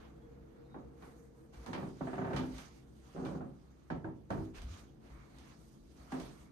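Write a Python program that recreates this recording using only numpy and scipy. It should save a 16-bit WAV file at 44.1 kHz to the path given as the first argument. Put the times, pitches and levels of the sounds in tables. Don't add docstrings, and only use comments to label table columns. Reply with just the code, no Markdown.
import sys
import numpy as np
from scipy import signal
from scipy.io import wavfile

SR = 44100
rng = np.random.default_rng(int(sys.argv[2]) if len(sys.argv) > 2 else 0)


def pcm_store(signal):
    levels = np.round(np.clip(np.atleast_2d(signal), -1, 1) * 32767)
    wavfile.write(sys.argv[1], SR, levels.astype(np.int16).T)


N = 287091
TIME = np.arange(N) / SR
RING_TIME = TIME[:SR * 3 // 4]

# start_s, attack_s, length_s (attack included), swish_db, rub_db, swish_tilt_db_per_octave
CLOTH_STROKES = [(0, 0.0013, 0.052, -75, -62, -6.5), (0.074, 0.022, 1, -101, -71.5, -3),
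                 (0.946, 0.087, 0.17, -72.5, -65, 4.5), (1.14, 0.025, 0.11, -78.5, -73.5, 10),
                 (1.328, 0.046, 0.12, -81.5, -74, 10), (1.52, 0.02, 0.37, -69, -62.5, 0.5),
                 (1.9, 0.1, 0.45, -68.5, -67, -0.5), (2.326, 0.042, 0.25, -66.5, -61.5, 1.5),
                 (2.504, 0.068, 0.14, -61.5, -60.5, -1.5), (2.68, 0.037, 0.11, -72, -71.5, 0),
                 (2.81, 0.058, 0.26, -80, -78, 5), (2.91, 0.26, 0.44, -68.5, -66.5, -1),
                 (3.424, 0.044, 0.53, -82, -75, 1), (4.292, 0.012, .16, -70.5, -64.5, 3),
                 (4.534, .025, 0.05, -62.5, -57.5, -4), (4.651, 0.044, 0.14, -63.5, -62, -1.5),
                 (4.986, 0.075, 0.086, -73, -66, -2), (5.076, 0.025, 0.29, -76, -69.5, -1.5),
                 (5.285, 0.14, 0.24, -69.5, -64, -2.5), (5.53, 0.062, 0.22, -73, -77, 4.5),
                 (5.78, 0.1, 0.27, -75, -94, 1.5), (5.94, 0.055, 0.27, -71.5, -64, 1),
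                 (6.089, 0.032, 0.18, -63.5, -59, -1), (6.297, 0.035, 0.12, -68.5, -72, 3)]
# pitch_hz, level_db_per_hz (relative)
SWISH_SPECTRUM = [(1000, -0.5), (2500, 4.5), (4500, 2.5), (6500, 3.5), (9000, 1), (12000, -1.5),
                  (15000, -31)]
# pitch_hz, level_db_per_hz (relative)
RUB_SPECTRUM = [(300, -1.5), (600, 6.5), (900, 2), (1200, 5), (1800, -6), (2300, -3.5), (3500, -37),
                (7000, -24)]
# pitch_hz, width_hz, level_db
RUB_RESONANCES = [(750, 86, -4.5), (1170, 74, -7), (1650, 400, -10.5)]
# pitch_hz, left_minus_right_db
CLOTH_LEAN = [(500, 1.5), (2000, -4), (4000, -9), (8000, -6), (12000, 5.5)]
# pitch_hz, level_db_per_hz (relative)
MURMUR_SPECTRUM = [(20, -33), (33, -16.5), (58, 11.5), (88, -10), (125, 1.5), (200, -7.5), (310, -1.5),
                   (420, -9), (650, -14), (1200, -26), (2500, -37.5), (6000, -43.5), (15000, -44.5)]
# time_s, level_db
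MURMUR_LEVEL = [(0, -62), (1.4, -64.5), (2.9, -65), (3.8, -67), (5.1, -62), (5.8, -65.5), (6.51, -64.5)]
# pitch_hz, left_minus_right_db
MURMUR_LEAN = [(50, 0.5), (300, 3), (4000, -9)]
# pitch_hz, level_db (relative to the drone level, before muffling)
DRONE_LINES = [(66.6, -5.5), (133.2, -5.5), (166.5, -7.5), (199.8, -12.5), (222, -7), (266.4, -8.5),
               (324, -7.5), (466, -7)]
# time_s, level_db, muffle_hz (dull above this)
DRONE_LEVEL = [(0, -58, 497), (.65, -58.5, 750), (1.4, -59, 506), (2.9, -58.5, 338), (3.7, -62, 330),
               (5, -59.5, 318), (6.51, -58.5, 317)]
# start_s, length_s, first_hz, end_hz, level_db
BIRD_WHISTLES = [(0.125, 0.16, 3150, 3350, -86), (0.499, 0.2, 3320, 3710, -89),
                 (0.602, 0.07, 4260, 4100, -86), (0.683, 0.154, 3810, 3850, -80)]
# start_s, knock_db, boom_db, edge_hz (knock dull above this), squeak_hz (shifts with the load)
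BOARD_SLIPS = [(.743, -49, -48, 1510, 840), (.761, -50.5, -67, 970, 880), (1.023, -56.5, -53, 2570, 1030),
               (1.662, -48, -71, 2190, 960), (1.683, -47.5, -35, 1180, 970), (1.731, -45.5, -70, 2580, 970),
               (1.749, -43.5, -67, 2100, 974), (1.778, -44, -43, 1490, 900), (1.828, -45.5, -37, 1370, 788),
               (2.008, -40, -36.5, 1320, 574), (2.071, -43, -47, 1900, 674),
               (2.131, -42.5, -43.5, 2100, 712), (2.180, -40.5, -31, 1850, 715),
               (2.215, -43, -38.5, 1920, 700), (2.245, -41.5, -52, 1880, 705),
               (2.274, -44.5, -38, 1840, 670), (2.306, -42.5, -38, 1750, 617),
               (2.331, -40, -30.5, 2100, 540), (2.351, -62, -32, 1300, 800), (2.363, -51, -65, 3430, 1210),
               (2.39, -41, -31, 1130, 1206), (2.433, -51.5, -50, 1500, 800), (3.147, -47.5, -45, 560, 388),
               (3.161, -46.5, -42, 1250, 552), (3.178, -49, -35.5, 1350, 750), (3.194, -48, -55, 1090, 506),
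               (3.212, -49.5, -37, 1250, 536), (3.236, -47, -43.5, 1340, 500),
               (3.258, -43.5, -46, 1400, 1160), (3.284, -47, -38, 1090, 550), (3.309, -46, -40, 1110, 552),
               (3.35, -47, -35, 1260, 390), (3.406, -45.5, -44, 1330, 630), (3.437, -59, -54, 900, 770),
               (3.901, -39, -34, 1570, 743), (4.044, -43, -36, 1330, 690), (4.303, -37, -33, 1580, 638),
               (4.323, -45, -47, 1010, 880), (4.376, -45.5, -28.5, 1040, 730),
               (6.12, -41.5, -35.5, 1950, 793), (6.139, -44, -43, 1200, 750),
               (6.197, -49.5, -64, 1250, 650)]
# from_s, boom_hz (pitch the floor favours), favour_db, stiff_hz (floor too stiff below),
# node_hz (missing from the room here), board_db, clack_hz, clack_db, squeak_db, joist_db (lift of the deepest mode)
FLOOR_SPOTS = [(0, 257, 3, 190, 560, -16, 1850, -19, -4, -10),
               (1.6, 180, 6, 115, 635, -14, 1720, -7, -2, -6),
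               (1.72, 190, 2, 115, 656, -12, 1780, 0, 2, -17),
               (1.77, 190, 3.5, 114, 676, -22, 1650, -8, -0.5, -14),
               (1.95, 381, -5.5, 132, 455, -10, 1440, -12, 2.5, -26),
               (2.05, 385, 6, 152, 467, -6.5, 1474, -4.5, 5.5, -2),
               (2.32, 142, 10.5, 94, 470, -12, 1460, -6, 4, -20),
               (2.38, 269, 6, 91.5, 710, -23, 1240, -11, 4.5, -19),
               (3.1, 250, 1.5, 113, 900, -25, 1230, -15, 0.5, -14.5),
               (3.85, 167, 11, 83, 1180, -3, 1560, -0.5, -6, -6),
               (4.0, 322, 17, 80, 1170, -5, 1560, 0, -5, 2),
               (4.25, 309.7, 20.5, 65.6, 1184, -7.5, 1500, -6.5, -3, 0.5),
               (6.0, 260, 3.5, 159, 543, -15, 1590, -4, 3.5, -12)]
# pitch_hz, level_db, t60_s
FLOOR_MODES = [(105, -0.5, 0.44), (139.14, -10, 0.51), (167.7, -4, 0.31), (197.4, -9, 0.34),
               (256.6, -0.5, 0.34), (322, -13.5, 0.47), (382.8, -8.5, 0.6), (473, -17.5, 0.45),
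               (552, -22, 0.26), (604, -15, 0.13)]
# pitch_hz, level_db, t60_s
BOARD_MODES = [(656, -5, 0.24), (750, -2.5, 0.23), (900, -6, 0.28), (1208, -14.5, 0.27), (1330, -6, 0.33),
               (1720, -11, 0.18), (2377, -8, 0.19)]
# pitch_hz, level_db_per_hz (relative)
KNOCK_SPECTRUM = [(50, 10), (100, 3.5), (170, 6.5), (300, 2.5), (480, 0), (700, 1), (950, -2.5),
                  (1200, -3.5), (1600, -8), (2100, -11.5), (3500, -12.5), (7000, -24.5), (14000, -31)]
# pitch_hz, left_minus_right_db
KNOCK_LEAN = [(100, -3), (500, -1.5), (1000, -3), (2000, -1.5), (4000, -7.5), (8000, -23.5), (12000, 16)]
# pitch_hz, width_hz, level_db
ROOM_RESONANCES = [(142.7, 8.5, -4), (256, 19, -6), (318.5, 24, -2), (381, 15, -8), (548, 9.3, -2.5),
                   (710, 12, -10.5), (912, 26, -3), (1192, 25, -8)]
# pitch_hz, t60_s
ROOM_T60 = [(80, 0.67), (250, 0.68), (700, 0.37), (1800, 0.31), (5000, 0.32), (14000, 0.083)]
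# start_s, attack_s, length_s (attack included), level_db
HOLLOW_RUBS = [(1.014, .005, 0.027, -64.5), (1.532, .004, 0.022, -73), (2.567, .012, .04, -68),
               (4.536, .012, 0.045, -68), (4.696, .02, 0.072, -70), (5.048, 0.091, 0.19, -66.5),
               (5.36, 0.059, 0.16, -74), (6.32, 0.037, 0.16, -71.5)]
# pitch_hz, level_db_per_hz (relative)
HOLLOW_RUB_SPECTRUM = [(400, -25), (850, -6), (1150, 6), (1700, -5), (2200, -0.5), (2800, -24), (6000, -23),
                       (14000, -42)]
# pitch_hz, width_hz, level_db
HOLLOW_RUB_RESONANCES = [(1120, 130, 0), (1660, 200, -13), (2240, 220, -5)]
# start_s, crack_db, hiss_db
TICK_EVENTS = [(1.024, -74, -82), (1.537, -73.5, -82), (1.662, -68, -63), (1.731, -51.5, -68),
               (2.333, -60, -69), (2.363, -47, -59.5), (2.582, -58.5, -61), (3.25, -59, -68.5),
               (3.902, -62, -89), (4.305, -60, -66.5), (4.55, -77, -73), (4.618, -66.5, -65),
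               (5.385, -84, -69), (6.122, -83, -63.5), (6.2, -62.5, -62)]
# pitch_hz, level_db_per_hz (relative)
TICK_SPECTRUM = [(300, 3), (1200, 14.5), (2200, 6.5), (3500, 6.5), (6000, -8), (9000, -17), (14000, -42)]
# pitch_hz, width_hz, level_db
TICK_RESONANCES = [(970, 31, -18), (1560, 85, 0), (2355, 34, 8.5), (3020, 50, -2), (3040, 61, -8.5),
                   (5070, 200, -6.5)]
# start_s, level_db, sag_hz (floor sags and springs back), swell_s (to the deepest swing)
FOOTFALL_EVENTS = [(1.555, -46, 57, .035), (2.328, -44, 60, 0.045), (2.529, -44.5, 59, .03),
                   (3.251, -50, 65, 0.055), (4.306, -49, 70.3, .04), (4.558, -46, 41, 0.049),
                   (4.625, -39.5, 62.6, 0.033), (4.695, -42, 88, 0.023), (5.095, -48.5, 59.3, 0.037),
                   (5.169, -51, 52.6, 0.028), (5.78, -57, 43.6, 0.041), (5.985, -50, 61.5, 0.027),
                   (6.166, -53, 44.5, 0.074)]
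# pitch_hz, correlation (-1 to 1)
LIKENESS = [(40, 0.94), (130, 0.45), (280, 0.69), (500, -0.086), (1000, -0.014), (4000, 0.0098),
            (12000, 0.16)]
# pitch_hz, width_hz, depth_db
MIC_DIPS = [(5350, 165, -22), (7550, 730, -17), (10160, 2150, -20)]

CLOTH_RELEASE_S = 0.059
STILL_SWISH_DB, STILL_RUB_DB, STILL_TILT_DB = -83.5, -80, 1
BIRD_WAVER_HZ = 45
CLACK_SPLIT_HZ, CLACK_T60_S = 126, 0.03
CUTOFF_HZ = 13250


def from_db(db):
    return 10 ** (np.asarray(db) / 20)


def rms_one(x):
    return x / np.sqrt(np.mean(x ** 2) + 1e-20)


def in_time(rows):
    s, *columns = np.transpose(rows)
    return [np.interp(TIME, s, column) for column in columns]


def at_hz(points, hz):
    point_hz, values = np.array(points).T
    return np.interp(np.log(hz), np.log(point_hz), values)


def drift(rate):
    knots = rng.standard_normal(4096)
    return rms_one(np.interp(TIME * rate, np.arange(len(knots)), knots))


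def add(out, s, sound):
    at = round(s * SR)
    out[..., at:at + sound.shape[-1]] += sound[..., :N - at]


def low_pass(x, hz, order=2):
    return signal.sosfilt(signal.butter(order, hz, fs=SR, output="sos"), x)


def high_pass(x, hz):
    return signal.sosfilt(signal.butter(2, hz, "high", fs=SR, output="sos"), x)


def resonance(x, hz, width_hz):
    r = np.exp(-np.pi * width_hz / SR)
    zeros = np.array([1, 0, -1]) * (1 - r * r) / 2
    poles = [1, -2 * r * np.cos(2 * np.pi * hz / SR), r * r]
    return signal.lfilter(zeros, poles, x)


def coloured(x, resonances):
    return x + sum(from_db(db) * resonance(x, hz, width_hz) for hz, width_hz, db in resonances)


def ring(modes, rise_s, skew_s):
    out = 0
    for k, (hz, db, t60) in enumerate(modes):
        sign = (-1) ** k
        offset_s = sign * skew_s * np.array([[1], [-1]])
        decay = from_db(db - 60 * RING_TIME / t60)
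        out = out + sign * decay * np.sin(2 * np.pi * hz * (RING_TIME + offset_s))
    return out * (1 - np.exp(-RING_TIME / rise_s))


def banded_noise(spectrum, lean, envelope, size):
    edges = 18 * 2 ** (np.arange(31) / 3)
    settle = 4096
    white = rng.standard_normal((3, 2, size + settle))
    out, power = 0, 0
    for k, (low, high) in enumerate(zip(edges, edges[1:])):
        hz = np.sqrt(low * high)
        band_filter = signal.butter(2, [low, high], "band", fs=SR, output="sos")
        mid, side = signal.sosfilt(band_filter, white[k % len(white)])[:, settle:]
        shape = envelope(hz)
        alike = at_hz(LIKENESS, hz)
        common = np.sqrt(1 + alike) * rms_one(mid * shape)
        opposed = np.sqrt(1 - alike) * rms_one(side * shape) * [[1], [-1]]
        gain = from_db(at_hz(spectrum, hz)) * np.sqrt(high - low)
        balance = from_db(at_hz(lean, hz) * np.array([[.5], [-.5]]))
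        out = out + (common + opposed) * gain * np.sqrt(np.mean(shape ** 2)) * balance
        power += gain ** 2
    return out / np.sqrt(power)


def room_response(spectrum, direct_db, direct_s, build_cycles, rise_s):
    def envelope(hz):
        tail = from_db(-60 * RING_TIME / at_hz(ROOM_T60, hz))
        crack = from_db(direct_db) * np.exp(-RING_TIME / direct_s)
        return (tail + crack) * (1 - np.exp(-RING_TIME / (rise_s + build_cycles / hz)))
    return banded_noise(spectrum, KNOCK_LEAN, envelope, len(RING_TIME))


def stroke_shape(s, attack_s, length_s, release_s):
    swell = np.clip((TIME - s) / attack_s, 0, 1)
    return swell * np.exp(-np.maximum(TIME - s - length_s, 0) / release_s)


def cloth_motion():
    swish, rub = from_db(STILL_SWISH_DB) ** 2, from_db(STILL_RUB_DB) ** 2
    tilt = STILL_TILT_DB * swish
    for s, attack_s, length_s, swish_db, rub_db, tilt_db in CLOTH_STROKES:
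        shape = stroke_shape(s, attack_s, length_s, CLOTH_RELEASE_S)
        swish_power = (from_db(swish_db) * shape) ** 2
        swish = swish + swish_power
        rub = rub + (from_db(rub_db) * shape) ** 2
        tilt = tilt + tilt_db * swish_power
    return np.sqrt(swish), np.sqrt(rub), tilt / swish


def clothes(swish_gain, rub_gain, tilt_db, grain_db, grain_rate, patchy_db):
    def folds(hz):
        return from_db(patchy_db * drift(35)) if hz > 500 else 1

    def tilted(hz):
        return folds(hz) * from_db(tilt_db * np.log2(hz / 6000)) if hz > 1500 else 1

    swish = banded_noise(SWISH_SPECTRUM, CLOTH_LEAN, tilted, N)
    swish = swish_gain * from_db(grain_db * drift(grain_rate)) * swish
    rub = rms_one(coloured(banded_noise(RUB_SPECTRUM, CLOTH_LEAN, folds, N), RUB_RESONANCES))
    rub = rub_gain * from_db(grain_db * drift(grain_rate)) * rub
    return from_db(-2.5) * swish + rub


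def snags(per_s, level_db, spread_db):
    caught = rng.random(N) < per_s / SR
    sizes = from_db(spread_db * np.minimum(rng.exponential(1, N), 3)) * caught
    clicks = sizes * rng.standard_normal((2, N)) + 1e-18
    crackle = 0
    for hz, width_hz, db in TICK_RESONANCES:
        crackle = crackle + from_db(db) * resonance(clicks, hz, 5 * width_hz) / np.sqrt(hz)
    return from_db(level_db) * rms_one(crackle) * from_db([[-1.5], [1.5]])


def house(waver_share, flutter_db, hum_hz, hum_width_hz, hum_db):
    out = from_db(in_time(MURMUR_LEVEL)[0]) * banded_noise(MURMUR_SPECTRUM, MURMUR_LEAN, lambda hz: 1, N)
    level_db, muffle_hz = in_time(DRONE_LEVEL)

    def heard(hz, db):
        return from_db(level_db + db) / np.hypot(1, (hz / muffle_hz) ** 4)

    for hz, db in DRONE_LINES:
        phase = 2 * np.pi * np.cumsum(hz * (1 + waver_share * drift(25))) / SR
        skew = hz / 600 * drift(1.55) * np.array([[1], [-1]])
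        out = out + heard(hz, db + flutter_db * drift(24)) * np.sin(phase + skew)
    hum = rng.standard_normal((2, N))
    for _ in range(2):
        hum = resonance(hum, hum_hz, hum_width_hz)
    return out + heard(hum_hz, hum_db) * rms_one(hum)


def bird(flicker_db, echo_s):
    song = np.zeros(N)
    for s, length_s, first_hz, end_hz, db in BIRD_WHISTLES:
        along = np.clip((TIME - s) / length_s, 0, 1)
        hz = end_hz + (first_hz - end_hz) * (1 - along) ** 2
        swell = 2 * np.sqrt(along * (1 - along))
        level = from_db(db + flicker_db * drift(41.1))
        phase = 2 * np.pi * np.cumsum(hz + BIRD_WAVER_HZ * drift(500)) / SR
        song += swell * level * np.sin(phase)
    echoes = rng.standard_normal((2, len(RING_TIME))) * np.exp(-RING_TIME / echo_s)
    echoes = echoes / np.sqrt(np.sum(echoes ** 2, axis=1, keepdims=True))
    return signal.fftconvolve(song[None], echoes, axes=1)[:, :N]


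def floor_boom(centre_hz, favour_db, joist_db, width_octaves):
    modes = []
    for k, (hz, db, t60) in enumerate(FLOOR_MODES):
        nearness = np.exp(-(np.log2(hz / centre_hz) / width_octaves) ** 2)
        lift_db = favour_db * (nearness - .5) + joist_db * (k == 0)
        modes.append((hz, db + lift_db, t60))
    return ring(modes, rise_s=0.018, skew_s=.0001)


def board_clack(room, clack_hz, room_db):
    pair = [(clack_hz + side * CLACK_SPLIT_HZ / 2, 0, CLACK_T60_S) for side in (-1, 1)]
    direct = ring(pair, rise_s=0.00068, skew_s=.00007) * from_db([[-1.5], [1.5]])
    return direct + from_db(room_db) * resonance(room, clack_hz, 2 * CLACK_SPLIT_HZ)


def floorboards(own_share, squeak_t60, node_depth, node_width_share, clack_room_db):
    out = np.zeros((2, N))
    paths = []
    for _ in range(8):
        path = room_response(KNOCK_SPECTRUM, direct_db=-11, direct_s=0.0069, build_cycles=0.6, rise_s=0.0005)
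        paths.append(coloured(path, ROOM_RESONANCES))
    board = ring(BOARD_MODES, rise_s=0.0017, skew_s=.0001)
    for k, (s, knock_db, boom_db, edge_hz, squeak_hz) in enumerate(BOARD_SLIPS):
        spot = max(sum(row[0] <= s for row in FLOOR_SPOTS) - 1, 0)
        (_, boom_hz, favour_db, stiff_hz, node_hz,
         board_db, clack_hz, clack_db, squeak_db, joist_db) = FLOOR_SPOTS[spot]
        other = spot + 1 + k % (len(paths) - 1)
        room = np.sqrt(1 - own_share) * paths[spot % len(paths)] + np.sqrt(own_share) * paths[other % len(paths)]
        room = room - node_depth * resonance(room, node_hz, node_width_share * node_hz)
        clack = board_clack(room, clack_hz, clack_room_db)
        squeak = ring([(squeak_hz, squeak_db, squeak_t60)], rise_s=0.000071, skew_s=0.000085)
        knock = low_pass(room + squeak + from_db(board_db) * board, edge_hz, order=3)
        knock = knock + from_db(clack_db) * clack
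        boom = floor_boom(boom_hz, favour_db, joist_db, width_octaves=0.11)
        add(out, s, high_pass(from_db(knock_db) * knock + from_db(boom_db) * boom, stiff_hz))
    return out


def hollow_rubs(release_s, grain_db, grain_rate):
    gain = 0
    for s, attack_s, length_s, db in HOLLOW_RUBS:
        gain = gain + from_db(db) * stroke_shape(s, attack_s, length_s, release_s)
    rasp = banded_noise(HOLLOW_RUB_SPECTRUM, CLOTH_LEAN, lambda hz: 1, N)
    rasp = rms_one(coloured(rasp, HOLLOW_RUB_RESONANCES))
    return gain * from_db(grain_db * drift(grain_rate)) * rasp


def ticks(hiss_s, snap_db, snap_s):
    def snap_then_hiss(hz):
        return np.exp(-RING_TIME / hiss_s) + from_db(snap_db) * np.exp(-RING_TIME / snap_s)

    out = np.zeros((2, N))
    cracks = []
    for _ in range(3):
        crack = room_response(TICK_SPECTRUM, direct_db=-6.5, direct_s=0.011, build_cycles=0.56, rise_s=0.00072)
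        cracks.append(coloured(crack, TICK_RESONANCES))
    hiss = banded_noise(SWISH_SPECTRUM, CLOTH_LEAN, snap_then_hiss, len(RING_TIME))
    for k, (s, crack_db, hiss_db) in enumerate(TICK_EVENTS):
        add(out, s, from_db(crack_db) * cracks[k % len(cracks)] + from_db(hiss_db) * hiss)
    return out


def footfalls(boom_db, soft_hz):
    out = np.zeros((2, N))
    boom = from_db(boom_db) * low_pass(ring(FLOOR_MODES, rise_s=0.021, skew_s=.0001), soft_hz)
    for s, db, sag_hz, swell_s in FOOTFALL_EVENTS:
        push = (RING_TIME / swell_s * np.exp(1 - RING_TIME / swell_s)) ** 2
        swing = push * np.sin(2 * np.pi * sag_hz * RING_TIME)
        add(out, s, from_db(db) * (swing + boom))
    return out


def scene():
    swish, rub, tilt_db = cloth_motion()
    fabric = clothes(swish, rub, tilt_db, grain_db=0.62, grain_rate=96, patchy_db=2.0)
    fabric = fabric + rub * snags(per_s=150, level_db=-23.0, spread_db=6.5)
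    background = house(waver_share=0.00713, flutter_db=3.0, hum_hz=462.5, hum_width_hz=50, hum_db=-5.5)
    background = background + bird(flicker_db=4, echo_s=0.016)
    boards = floorboards(own_share=0.26, squeak_t60=0.058, node_depth=1.0, node_width_share=0.067, clack_room_db=0.5)
    rubs = hollow_rubs(release_s=0.047, grain_db=1, grain_rate=140)
    cracks = ticks(hiss_s=0.048, snap_db=8.5, snap_s=0.0012)
    feet = footfalls(boom_db=-10, soft_hz=200)
    return fabric + background + boards + rubs + cracks + feet


def record(dry):
    for hz, width_hz, depth_db in MIC_DIPS:
        dry = dry - (1 - from_db(depth_db)) * resonance(dry, hz, width_hz)
    return signal.sosfilt(signal.ellip(10, .1, 70, CUTOFF_HZ, fs=SR, output="sos"), dry)


dry = scene()
out = record(dry)
pcm_store(out)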